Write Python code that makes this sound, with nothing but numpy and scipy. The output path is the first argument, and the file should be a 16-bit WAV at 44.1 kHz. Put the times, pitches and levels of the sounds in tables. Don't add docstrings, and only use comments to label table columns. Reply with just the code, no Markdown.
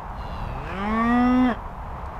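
import sys
import numpy as np
from scipy import signal
from scipy.fft import rfft, irfft, next_fast_len
from scipy.io import wavfile

SR = 44100
rng = np.random.default_rng(int(sys.argv[2]) if len(sys.argv) > 2 else 0)


def materialize(psi):
    bounded = np.clip(np.atleast_2d(psi).T, -1, 1)
    quanta = np.round(bounded * 32767).astype(np.int16)
    wavfile.write(sys.argv[1], SR, quanta)


N = 96755

# t/s, f/Hz
FOLD_RATE = [(0.33, 106.8), (0.362, 108.5), (0.396, 108.2), (0.45, 112.9), (0.488, 120.0), (0.528, 127.1),
             (0.564, 128.9), (0.68, 161.1), (0.788, 193.9), (0.902, 216.1), (0.966, 224.6), (1.09, 236),
             (1.138, 242.1), (1.418, 254.7), (1.474, 250.2), (1.482, 247.9), (1.508, 226.8), (1.54, 192)]
# t/s, fundamental level/dB, overtone level/dB, treble lift/dB, roughness (0 = clear)
MOO_COURSE = [(.28, -62, -59, -12, 0.1), (.42, -36.5, -49, -5, .3), (.56, -38, -45, -2, 0.21),
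              (.64, -39, -45.5, 4, 0.7), (.69, -47, -40, 5, 0.56), (.80, -31, -35, 3, 0.33),
              (.90, -26.5, -34.5, 5.5, 0.27), (1.06, -22, -34, 6.5, 0.1), (1.14, -18.5, -31.5, -0.5, .12),
              (1.30, -19.5, -29, -5, 0.13), (1.42, -18.5, -30.5, -3.5, 0.2), (1.475, -20.5, -29.5, -2, .25),
              (1.515, -25, -30, -2.5, 0.65), (1.533, -32.5, -37, -2, 0.4), (1.552, -58, -48, 5, 1.1)]
# f/Hz, level/dB
VOICE_COLOUR = [(200, -3), (480, -3.5), (820, -7), (950, -14), (1100, -12), (1500, -13), (2000, -18.5),
                (2300, -25), (3000, -32), (3700, -37), (4300, -43), (4650, -47), (5000, -41), (6500, -51),
                (8300, -52), (9400, -58), (10800, -54), (15000, -63)]
def moo():
    treble_hz, jitter, shimmer, phase_spread_rad = 2300, .016, .38, 1.5
    rasp_db, rasp_db_per_octave = -3, 2.5
    pitch, = in_time(FOLD_RATE)
    fundamental_db, overtone_db, treble_db, roughness = in_time(MOO_COURSE)
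    t = np.arange(N) / SR
    phase = 2 * np.pi * np.cumsum(pitch * (1 + jitter * roughness * drift(63))) / SR
    voiced = (t > MOO_COURSE[0][0]) & (t < MOO_COURSE[-1][0])
    puffs = (roughness * (1 + np.cos(phase)))[voiced]
    overtones = np.zeros(N)
    for k in range(2, 58):
        hz = k * pitch[voiced]
        angle = k * phase[voiced] + phase_spread_rad * rng.standard_normal()
        rasp = puffs * from_db(rasp_db + rasp_db_per_octave * np.log2(hz / treble_hz))
        air = drift(140)[voiced] * np.cos(angle) + drift(210)[voiced] * np.sin(angle)
        lift_db = throat_db(hz, t[voiced]) + treble_db[voiced] / (1 + (treble_hz / hz) ** 4)
        flutter_db = (.33 + .66 * np.log2(k / 2)) * drift(6.1)[voiced]
        overtones[voiced] += (np.cos(angle) + rasp * air) * from_db(lift_db + flutter_db)
    overtones *= from_db(overtone_db) * (1 + shimmer * roughness * drift(150))
    fundamental = voiced * np.cos(phase) * from_db(fundamental_db)
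    return np.sqrt(2) * (shape(overtones, at_hz(VOICE_COLOUR, bins())) + fundamental)


# width/Hz, then rows of t/s, centre f/Hz, lift/dB
THROAT_RESONANCES = [ (70, [(.8, 740, 1.5), (.88, 840, 9.5), (.96, 726, 7), (1.2, 730, 9.5),
                     (1.33, 750, 0.5), (1.51, 714, 8.5)]), (90, [(.7, 1220, 5), (.8, 1233, 15.5),
                     (.88, 1090, 10.5), (1.02, 1143, 23.5), (1.12, 1226, 10.5), (1.3, 1182, 17.5),
                     (1.42, 1055, 11.5), (1.51, 1100, 9.5)]), (110, [(.62, 1630, 0), (.69, 1558, 8),
                     (.8, 1460, 6.5), (.88, 1955, 7.5), (.96, 1760, 12.5), (1.12, 1950, 19),
                     (1.38, 2100, 8), (1.46, 1960, 14), (1.51, 1740, 12.5)]), (120, [(.68, 2540, 12.5),
                     (.8, 2180, 10), (.9, 2209, 14), (1.03, 2154, 15), (1.11, 2726, 16), (1.25, 2700, 11),
                     (1.45, 2790, 16), (1.51, 2720, 12)]), (170, [(.7, 2840, 11), (.8, 3054, 15.5),
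                     (.88, 3070, 5), (.96, 3611, 13.5), (1.04, 3520, 7), (1.2, 3330, 22),
                     (1.32, 3460, 15.5), (1.46, 3500, 20.5), (1.53, 3231, 16.5)]), (190, [(.7, 5150, 3),
                     (.88, 5400, 7.5), (.97, 5760, -3), (1.2, 5350, 19.5), (1.38, 5570, 19),
                     (1.5, 5430, 12)])]
def throat_db(hz, t):
    total_db = 0
    for width_hz, course in THROAT_RESONANCES:
        times, centres, lifts = np.transpose(course)
        offset_hz = hz - np.interp(t, times, centres)
        total_db += np.interp(t, times, lifts) * np.exp(-.5 * (offset_hz / width_hz) ** 2)
    return total_db


# f/Hz, level/dB, peak t/s, spread around the peak/s
NOSE_TONES = [(2822, -2, 0.56, 0.42), (3450, -9, 0.42, 0.17), (4090, -7.5, 0.29, 0.18),
              (4900, -10.5, 0.5, 0.13), (6400, -26, 0.39, 0.17)]
# t/s, pitch ratio
NOSE_GLIDE = [(.17, 1.025), (.22, 1.005), (.36, .99), (.48, .945), (.58, .92), (.78, .92)]
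# t/s, level/dB
NOSE_LEVEL = [(.11, -90), (.16, -61), (.19, -53.5), (.36, -51), (.48, -54.5), (.58, -57.5), (.68, -51),
              (.78, -53), (.86, -100)]
def nose():
    waver, hiss_db = .0088, -7.5
    glide, = in_time(NOSE_GLIDE)
    t = np.arange(N) / SR
    whistle = np.zeros(N)
    for hz, db, peak_s, spread_s in NOSE_TONES:
        phase = 2 * np.pi * np.cumsum(hz * glide * (1 + waver * drift(134))) / SR
        envelope = from_db(db + 2.2 * drift(30)) * np.exp(-.5 * ((t - peak_s) / spread_s) ** 2)
        whistle += np.sqrt(2) * envelope * np.sin(phase)
    hiss = noise(at_hz([(1000, -9), (3500, 11.5), (7000, -9), (15000, -20)], bins()))
    return swell(NOSE_LEVEL) * fold_puffs() * (whistle + from_db(hiss_db) * hiss)


# t/s, level/dB
HISS_LEVEL = [(.58, -81), (.69, -64), (0.819, -84), (1.0, -71), (1.1, -58), (1.251, -63.5), (1.52, -62),
              (1.56, -90)]
# f/Hz, level/dB
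HISS_COLOUR = [(1500, -14.5), (4000, 7.5), (7000, -0.5), (11000, -4.5), (15000, -11.5)]
# t/s, level/dB
SQUEAK_LEVEL = [(1.42, -72), (1.46, -47), (1.53, -45), (1.56, -66)]
def mouth_air():
    squeak_hz, half_width_hz = 3204, 14
    hiss = swell(HISS_LEVEL) * fold_puffs() * noise(at_hz(HISS_COLOUR, bins()))
    squeak = noise(-20 * np.log10(1 + ((bins() - squeak_hz) / half_width_hz) ** 2))
    return hiss + swell(SQUEAK_LEVEL) * squeak


def fold_puffs(depth=.55):
    pitch, = in_time(FOLD_RATE)
    return 1 + depth * np.cos(2 * np.pi * np.cumsum(pitch) / SR)


# t/s after the direct sound, level/dB
PEN_ECHOES = [(.011, -17), (0.023, -26), (.041, -35)]
def pen(direct, tail_db=-16.5, tail_t60_s=.24):
    t = np.arange(N) / SR
    echoes = sum(from_db(db) * np.interp(t - delay, t, direct, left=0) for delay, db in PEN_ECHOES)
    scatter = rng.standard_normal(N) * from_db(-60 * t / tail_t60_s)
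    tail = signal.fftconvolve(direct, scatter / np.linalg.norm(scatter))[:N]
    return direct + echoes + from_db(tail_db) * tail


# t/s, level/dB
STRAW_TICKS = [(.097, -58), (.674, -55), (1.386, -55), (2.059, -53.5)]
def straw(decay_s=.0041):
    t = np.arange(N) / SR
    bursts = sum(from_db(db) * (t >= s) * np.exp(-np.abs(t - s) / decay_s) for s, db in STRAW_TICKS)
    return bursts * noise(at_hz([(1000, -11.5), (5000, 0), (14000, -18)], bins()))


# f/Hz, level/dB
RUSH_COLOUR = [(100, -19), (190, -3.5), (270, -14), (400, -9), (600, -5), (800, 1), (1000, 1), (1250, -6),
               (1800, -16), (2500, -23.5), (3300, -30.5), (4000, -36), (7000, -45), (11000, -70),
               (15000, -65)]
def far_rush(level_db=-37, waver_db=.78):
    return from_db(level_db + waver_db * drift(4)) * noise(at_hz(RUSH_COLOUR, bins()))


# f/Hz, level/dB
WIND_COLOUR = [(12, -20), (28, -4.5), (48, -8), (70, -6), (110, -15.5), (170, -17.5), (260, -28.5),
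               (600, -64.5)]
# t/s, level/dB
WIND_COURSE = [(0, -39.5), (.2, -33), (.33, -32.5), (.43, -31.5), (.55, -34.5), (1.2, -34), (1.7, -35.5),
               (2.19, -35.5)]
def microphone_wind(gust_db=.5):
    level_db, = in_time(WIND_COURSE)
    return from_db(level_db + gust_db * drift(5.4)) * noise(at_hz(WIND_COLOUR, bins()))


def from_db(db):
    return 10 ** (np.asarray(db) / 20)


def rms_one(x):
    return x / np.sqrt(np.mean(x ** 2) + 1e-20)


def in_time(rows):
    times, *columns = np.transpose(rows)
    return [np.interp(np.arange(N) / SR, times, column) for column in columns]


def swell(rows):
    times, db = np.transpose(rows)
    return from_db(np.interp(np.arange(N) / SR, times, db, left=-200, right=-200))


def at_hz(points, hz):
    f, db = np.transpose(points)
    return np.interp(np.log(hz + 1), np.log(f), db)


def bins():
    return np.arange(next_fast_len(N) + 1) * SR / (2 * next_fast_len(N))


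def shape(x, db):
    size = 2 * (len(db) - 1)
    cepstrum = irfft(np.log(from_db(db) + 1e-12))
    cepstrum[1:size // 2] *= 2
    cepstrum[size // 2 + 1:] = 0
    return irfft(rfft(x, size) * np.exp(rfft(cepstrum)))[:N]


def noise(db):
    white = rng.standard_normal(2 * (len(db) - 1))
    return rms_one(irfft(rfft(white) * from_db(db))[:N])


def drift(rate_hz):
    hop, settle = 40, 2000
    pole = np.exp(-2 * np.pi * hop * rate_hz / SR)
    white = rng.standard_normal(N // hop + settle + 2)
    slow = signal.lfilter([1], [1, -2 * pole, pole * pole], white)[settle:]
    return np.interp(np.arange(N) / hop, np.arange(len(slow)), rms_one(slow))


def scene():
    cow = moo() + nose() + mouth_air()
    return (pen(cow) + straw() + far_rush() + microphone_wind())[None]


def record(dry, cutoff_hz=15000):
    lowpass = signal.ellip(10, .05, 50, cutoff_hz, fs=SR, output="sos")
    return signal.sosfiltfilt(lowpass, dry, padtype="even", padlen=2000)


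dry = scene()
out = record(dry)
materialize(out)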